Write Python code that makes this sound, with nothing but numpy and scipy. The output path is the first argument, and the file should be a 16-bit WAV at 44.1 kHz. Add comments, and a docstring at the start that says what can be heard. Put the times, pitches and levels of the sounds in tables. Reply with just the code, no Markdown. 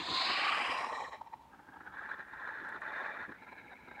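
"""Swan hiss and snort.

A swan forces out one long, breathy hiss that darkens and sputters out. It then snorts:
air flaps unevenly through its wet airway, swells to a rough rush and sinks to a low flutter.
Both are turbulence noise shaped by the airway's resonances.
Soft low bumps, two faint ticks and quiet outdoor air lie underneath."""
import sys
import numpy as np
from scipy import signal
from scipy.fft import rfft, irfft
from scipy.io import wavfile
from scipy.ndimage import uniform_filter1d, map_coordinates

SR = 44100
rng = np.random.default_rng(int(sys.argv[2]) if len(sys.argv) > 2 else 0)


def wrap_up_sound(samples):
    """Save the sound to the file named by the first command line argument, as 16-bit audio."""
    columns = np.atleast_2d(samples).T
    # keep every value between -1 and 1, then stretch to whole-number steps
    tamed = np.clip(columns, -1, 1)
    steps = np.round(tamed * 32767).astype(np.int16)
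    wavfile.write(sys.argv[1], SR, steps)


N = 176400
TIME = np.arange(N) / SR
FREQS = np.maximum(np.arange(N // 2 + 1) * SR / N, 1)
WOBBLE_RATIO, WOBBLE_HZ = 0.01884, 12.02   # random wander of the snort and flutter resonances


def hiss(narrow_from_s=0.69, narrow_over_s=0.26, throat_rest_hz=1043.6, rough_db=1, rough_hz=29):
    """Forced air in four gliding bands plus a whistle; the broad bands fade as the sound narrows."""
    # Each row: time in seconds, then throat, middle, edge and treble level in dB before trim.
    levels = [(0.0, -47.5, -43.5, -44.5, -62), (0.048, -47, -49.5, -45, -63),
              (0.104, -42, -47.5, -38.5, -59), (0.216, -38.5, -40, -36.5, -58),
              (0.382, -39, -35, -41.5, -63), (0.492, -34.5, -35.5, -46.5, -61.5),
              (0.554, -37, -36.5, -55, -61.5), (0.712, -40.5, -38.5, -62, -63.5),
              (0.912, -41, -46.5, -84, -70), (1.022, -22, -47, -57, -66), (1.06, -47, -61, -62, -72),
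              (1.09, -45, -59, -61, -71), (1.1, -58, -62, -62, -76)]
    # Each row: time in seconds, main throat resonance in Hz.
    throat_track = [(0, 1019), (.3, 1062), (.42, 1165), (.56, 1192), (.68, 1020), (.95, 1041), (1.1, 920)]
    # Each row: resonance in Hz before the glide, width in Hz, relative level in dB.
    throat_modes = [(290, 195, -16), (552, 150, -16), (746, 126, -4.5), (1047, 108, 3.5), (1285, 250, -10)]
    middle_modes = [(1580, 430, -3), (1884, 150, 0.5), (2275, 290, 1.5), (2650, 260, -1.5), (2920, 250, -3)]
    # Each row: frequency in Hz before the glide, relative spectral density in dB.
    edge_spectrum = [(2900, -20), (3400, -6), (3700, 0), (4150, 0.5), (4500, -1.5), (4900, -8.5),
                     (5250, -16), (5650, -46), (6500, -57)]
    treble_spectrum = [(4500, -28), (5500, -17), (6100, -2.5), (7100, 2), (8300, 0), (9300, -10),
                       (10500, -16), (15500, -30)]
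    # Each row: time in seconds, frequency ratio.
    middle_edge_glide = [(0, .95), (.25, 1.002), (.5, 1.044), (.7, 1.04), (.9, 0.94)]
    treble_glide = [(0, 0.92), (.3, 0.97), (.7, 1.1), (.85, 1.13), (1.0, 0.97)]
    throat_gain, middle_gain, edge_gain, treble_gain = from_db(curves(levels))
    glide = curves(middle_edge_glide)[0]
    throat_glide = curves(throat_track)[0] / throat_rest_hz
    trim = from_db(0.5)
    throat = throat_gain * trim * stretched(resonant(throat_modes), throat_glide)
    middle = middle_gain * stretched(resonant(middle_modes), glide)
    edge = edge_gain * trim * stretched(coloured(edge_spectrum), glide)
    treble = treble_gain * stretched(coloured(treble_spectrum), curves(treble_glide)[0])
    treble *= 1 - ramp(levels[-1][0], length_s=0.11)
    broad = np.sqrt(1 - ramp(narrow_from_s, narrow_over_s))
    lower = broad * (throat + middle)
    upper = broad * edge + treble + whistle()
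    return lower * flicker(rough_db, rough_hz) + upper * flicker(rough_db, rough_hz)


def whistle(centre_hz=4920, width_hz=210, overtone_hz=5500, overtone_width_hz=660):
    """Breath rings in a narrow resonance; a higher one joins as the hiss darkens."""
    # Each row: time in seconds, level in dB.
    levels = [(.1, -62), (.3, -48.5), (.5, -58), (.6, -54.5), (.75, -55), (.86, -64), (.95, -80),
              (1.1, -110)]
    main = from_db(curves(levels)[0]) * resonant([(centre_hz, width_hz, 0)])
    overtone_gain = swell(centre_s=0.77, peak_db=-63.5, length_s=0.28)
    return main + overtone_gain * resonant([(overtone_hz, overtone_width_hz, 0)])


def airway(snort_from_s=1.49, flutter_from_s=3.35, change_s=0.04):
    """Steady flow and flaps rattle through three airway postures: sputter, snort, flutter."""
    # Steady flow per posture. Each row: time in seconds, level in dB before trim.
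    sputter_flow = [(.62, -58), (.77, -37.5), (.88, -41), (1.01, -38), (1.09, -45.5), (1.108, -63),
                    (1.18, -55.5), (1.29, -60.5), (1.48, -61)]
    snort_flow = [(1.5, -65.5), (1.66, -59.5), (1.8, -57.5), (1.92, -52.5), (1.98, -43), (2.08, -44),
                  (2.13, -39.5), (2.18, -54), (2.26, -54.5), (2.31, -50.5), (2.37, -47.5), (2.41, -42),
                  (2.6, -42.5), (2.632, -47), (2.66, -41), (2.76, -43.5), (2.8, -66), (2.82, -40),
                  (2.91, -42), (2.98, -37.5), (3.1, -39.5), (3.14, -46.5), (3.19, -41.5), (3.25, -40.5),
                  (3.28, -57), (3.35, -53)]
    flutter_flow = [(3.33, -60), (3.5, -54), (3.7, -52.5), (3.82, -56.5), (3.9, -54.5), (4, -50)]
    # The airway pops open. Each row: centre in seconds, peak in dB before trim, length in seconds.
    flaps = [(.585, -37, 0.0099), (.623, -37, 0.0081), (.72, -36, 0.011), (.928, -37, 0.01),
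             (.845, -34.5, 0.0081), (1.137, -42, 0.028), (1.216, -39, 0.0063), (1.272, -47.5, 0.012),
             (1.338, -40.5, .012), (1.408, -57, .03), (1.542, -52.5, 0.021), (1.598, -51, 0.013),
             (1.687, -49.5, 0.011), (1.74, -48, .014), (1.768, -46, 0.01), (1.812, -44.5, 0.0092),
             (1.875, -44, 0.019), (1.945, -44, 0.0098), (1.997, -49, 0.016), (2.116, -35.5, 0.0062),
             (2.203, -41, 0.029), (2.284, -48.5, 0.0087), (2.338, -43, 0.016), (2.477, -38.5, 0.0069),
             (2.493, -38.5, 0.0088), (2.648, -40.5, 0.014), (2.822, -44.5, 0.0071), (2.761, -41.5, 0.029),
             (2.874, -43, .016), (3.297, -44.5, 0.0085), (3.321, -43, 0.0093), (3.425, -49.5, 0.018),
             (3.484, -48, 0.019), (3.528, -44.5, 0.0097), (3.589, -49.5, 0.023), (3.723, -48, 0.021),
             (3.885, -45, 0.011), (3.915, -44, 0.0068), (3.992, -49, 0.051)]
    flap_power = puff_power(flaps)
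    snorting, fluttering = ramp(snort_from_s, change_s), ramp(flutter_from_s, change_s)
    postures = [(sputter_flow, -1.5, 1 - snorting, sputter()),
                (snort_flow, -2, snorting * (1 - fluttering), snort()),
                (flutter_flow, -2.5, fluttering, flutter())]
    air = 0
    for flow, trim_db, share, sound in postures:
        power = from_db(curves(flow)[0]) ** 2 + flap_power
        air += from_db(trim_db) * np.sqrt(share * power) * sound
    air += rush()
    rattle = flicker(depth_db=1.4, rate_hz=55)
    grain = flicker(depth_db=1.1, rate_hz=170)
    return air * rattle * grain


def sputter(ring_hz=892, ring_width_hz=99):
    """The airway rings as the hiss ends; the last puffs sound mostly on one resonance."""
    # Each row: resonance in Hz, width in Hz, relative level in dB.
    modes = [(267, 72, -17.5), (558, 200, -7), (882, 106, 5), (1087, 103, 3.5), (1868, 163, -3.5),
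             (2325, 180, -11.5), (3150, 400, -21), (3957, 240, -14), (5060, 110, -34), (5440, 220, -23.5),
             (7100, 890, -35)]
    ring_share = 0.91 * ramp(start_s=1.19, length_s=0.02)
    return evened(blend(resonant(modes), resonant([(ring_hz, ring_width_hz, 0)]), ring_share))


def snort():
    """Wobbling airway resonances rise as the snort builds; a hollow ring colours its start."""
    # Each row: resonance at rest in Hz, width in Hz, relative level in dB.
    modes = [(313, 210, -15.5), (585, 350, -16), (863, 79, -3.5), (1061, 137, -5), (1390, 170, -1.5),
             (1647, 182, 2.5), (1845, 118, -3), (2356, 103, -17.5), (2960, 100, -33), (3560, 270, -26),
             (3990, 240, -29), (6000, 2500, -51)]
    hollow_modes = [(287, 110, -6.5), (856, 97, 0.5), (1607, 68, -2.5)]
    # Each row: time in seconds, frequency ratio.
    glide = [(1.5, .93), (1.85, .94), (2.1, 1.003), (2.6, 1.0), (3.1, 1.031)]
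    rising = stretched(resonant(modes), curves(glide)[0] + WOBBLE_RATIO * drift(WOBBLE_HZ))
    hollow_share = 0.57 * (1 - ramp(start_s=1.77, length_s=0.187))
    return blend(rising, resonant(hollow_modes), hollow_share)


def rush():
    """Extra resonances open at the height of the snort."""
    # Each row: resonance in Hz, width in Hz, relative level in dB.
    modes = [(690, 340, 3), (1200, 170, 0), (2010, 120, 3), (2355, 115, 0.5), (3630, 190, -8.5)]
    return swell(centre_s=3.026, peak_db=-49, length_s=0.25) * resonant(modes)


def flutter():
    """The last of the breath rings in wobbling airway resonances."""
    # Each row: resonance at rest in Hz, width in Hz, relative level in dB.
    modes = [(263, 160, -6), (504, 170, -7), (839, 104, 1.5), (995, 36, -1), (1380, 107, -3.5),
             (1640, 153, 0.5), (2228, 180, 1), (3890, 195, -16), (4800, 400, -42)]
    return stretched(resonant(modes), 1 + WOBBLE_RATIO * drift(WOBBLE_HZ))


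def bumps():
    """Soft, short swells of low noise."""
    # Each row: centre in seconds, peak in dB, length in seconds.
    events = [(.01, -44, 0.021), (.115, -44.5, 0.043), (.305, -48.5, 0.024), (.695, -49, 0.015),
              (2.135, -63, 0.024), (2.625, -54.5, 0.02), (2.75, -56.5, 0.024), (3.205, -54, 0.035),
              (3.3, -51.5, 0.032), (3.9, -67, 0.049)]
    # Each row: frequency in Hz, relative spectral density in dB.
    spectrum = [(30, -19), (65, -9), (130, -6.5), (220, -5), (320, 0.5), (450, -5.5), (800, -26)]
    return np.sqrt(puff_power(events)) * coloured(spectrum)


def ticks():
    """Two faint bursts of bright noise."""
    # Each row: centre in seconds, peak in dB, length in seconds.
    events = [(2.691, -68, .0035), (2.815, -74, 0.0098)]
    # Each row: frequency in Hz, relative spectral density in dB.
    spectrum = [(1500, -20), (4000, -6), (8000, 5), (15000, -8)]
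    return np.sqrt(puff_power(events)) * coloured(spectrum)


def outdoor_air(level_db=-64, rumble_below_hz=350):
    """Quiet background noise with a lumpy low end."""
    # Each row: frequency in Hz, relative spectral density in dB.
    spectrum = [(20, -33), (38, -16), (55, 2), (120, -2), (260, 0.5), (450, -7.5), (850, -4.5),
                (1400, -11.5), (2500, -16), (5000, -25.5), (9000, -30), (15500, -32)]
    air = from_db(level_db) * coloured(spectrum)
    rumble = signal.sosfiltfilt(signal.butter(2, rumble_below_hz, fs=SR, output="sos"), air)
    return air + rumble * (flicker(depth_db=-3, rate_hz=13.6) - 1)


def resonant(modes, gurgle_db=3.5, gurgle_hz=20):
    """Turbulence in steep-sided resonances, each gurgling on its own; unit rms."""
    total = 0
    for hz, width_hz, db in modes:
        detuning = (FREQS ** 2 - hz ** 2) / (2 * FREQS * width_hz)
        band = noise(1 / (1 + 2 * detuning ** 2))
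        total += from_db(db) * np.sqrt(width_hz) * band * flicker(gurgle_db, gurgle_hz)
    return evened(total)


def evened(x, window_s=0.015, strength=0.67):
    """Evens out the noise's short-term level so it sounds steady, without stray bursts; unit rms."""
    size = int(window_s * SR)
    power = uniform_filter1d(uniform_filter1d(x ** 2, size), size) + 1e-12
    return unit_rms(x / power ** (strength / 2))


def coloured(spectrum):
    """Unit-rms noise through (Hz, dB) points, falling away outside them."""
    hz, db = np.transpose(spectrum)
    skirts = np.minimum(FREQS / hz[0], 1) ** 2 * np.minimum(hz[-1] / FREQS, 1) ** 2
    return noise(from_db(np.interp(np.log(FREQS), np.log(hz), db)) * skirts)


def noise(gains):
    """Unit-rms noise shaped by a gain per frequency."""
    return unit_rms(irfft(rfft(rng.standard_normal(N)) * gains, N))


def drift(rate_hz):
    """Random wander, softly bounded at +/-2."""
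    ratio = FREQS / rate_hz
    return 2 * np.tanh(noise(ratio / (1 + ratio ** 2) ** 2) / 2)


def flicker(depth_db, rate_hz):
    """Random gain of unit power."""
    return unit_rms(from_db(depth_db * drift(rate_hz)))


def stretched(x, ratio):
    """Scales all frequencies by a time-varying ratio."""
    return map_coordinates(x, [np.cumsum(ratio)], order=3, mode="wrap")


def swell(centre_s, peak_db, length_s):
    """Bell-shaped gain; length is the width at half power."""
    offset = 2 * (TIME - centre_s) / length_s
    return from_db(peak_db) * 0.5 ** (np.minimum(offset ** 2, 100) / 2)


def puff_power(rows):
    """Summed power of one swell per row."""
    return sum(swell(*row) ** 2 for row in rows)


def blend(a, b, b_share):
    """Equal-power mix."""
    return np.sqrt(1 - b_share) * a + np.sqrt(b_share) * b


def curves(rows):
    """Each value column of a time table, interpolated per sample."""
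    times_s, *columns = np.transpose(rows)
    return [np.interp(TIME, times_s, column) for column in columns]


def ramp(start_s, length_s):
    """Linear rise from 0 to 1."""
    return np.clip((TIME - start_s) / length_s, 0, 1)


def from_db(db):
    """Decibels to gain."""
    return 10 ** (np.asarray(db) / 20)


def unit_rms(x):
    """Scales to unit rms."""
    return x / np.sqrt(np.mean(x ** 2) + 1e-20)


def scene():
    """The swan and its surroundings, in mono."""
    return (hiss() + airway() + outdoor_air() + bumps() + ticks())[None]


def record(dry, cutoff_hz=15750):
    """Steep low-pass."""
    return signal.sosfilt(signal.ellip(12, .1, 80, cutoff_hz, fs=SR, output="sos"), dry)


dry = scene()
out = record(dry)
wrap_up_sound(out)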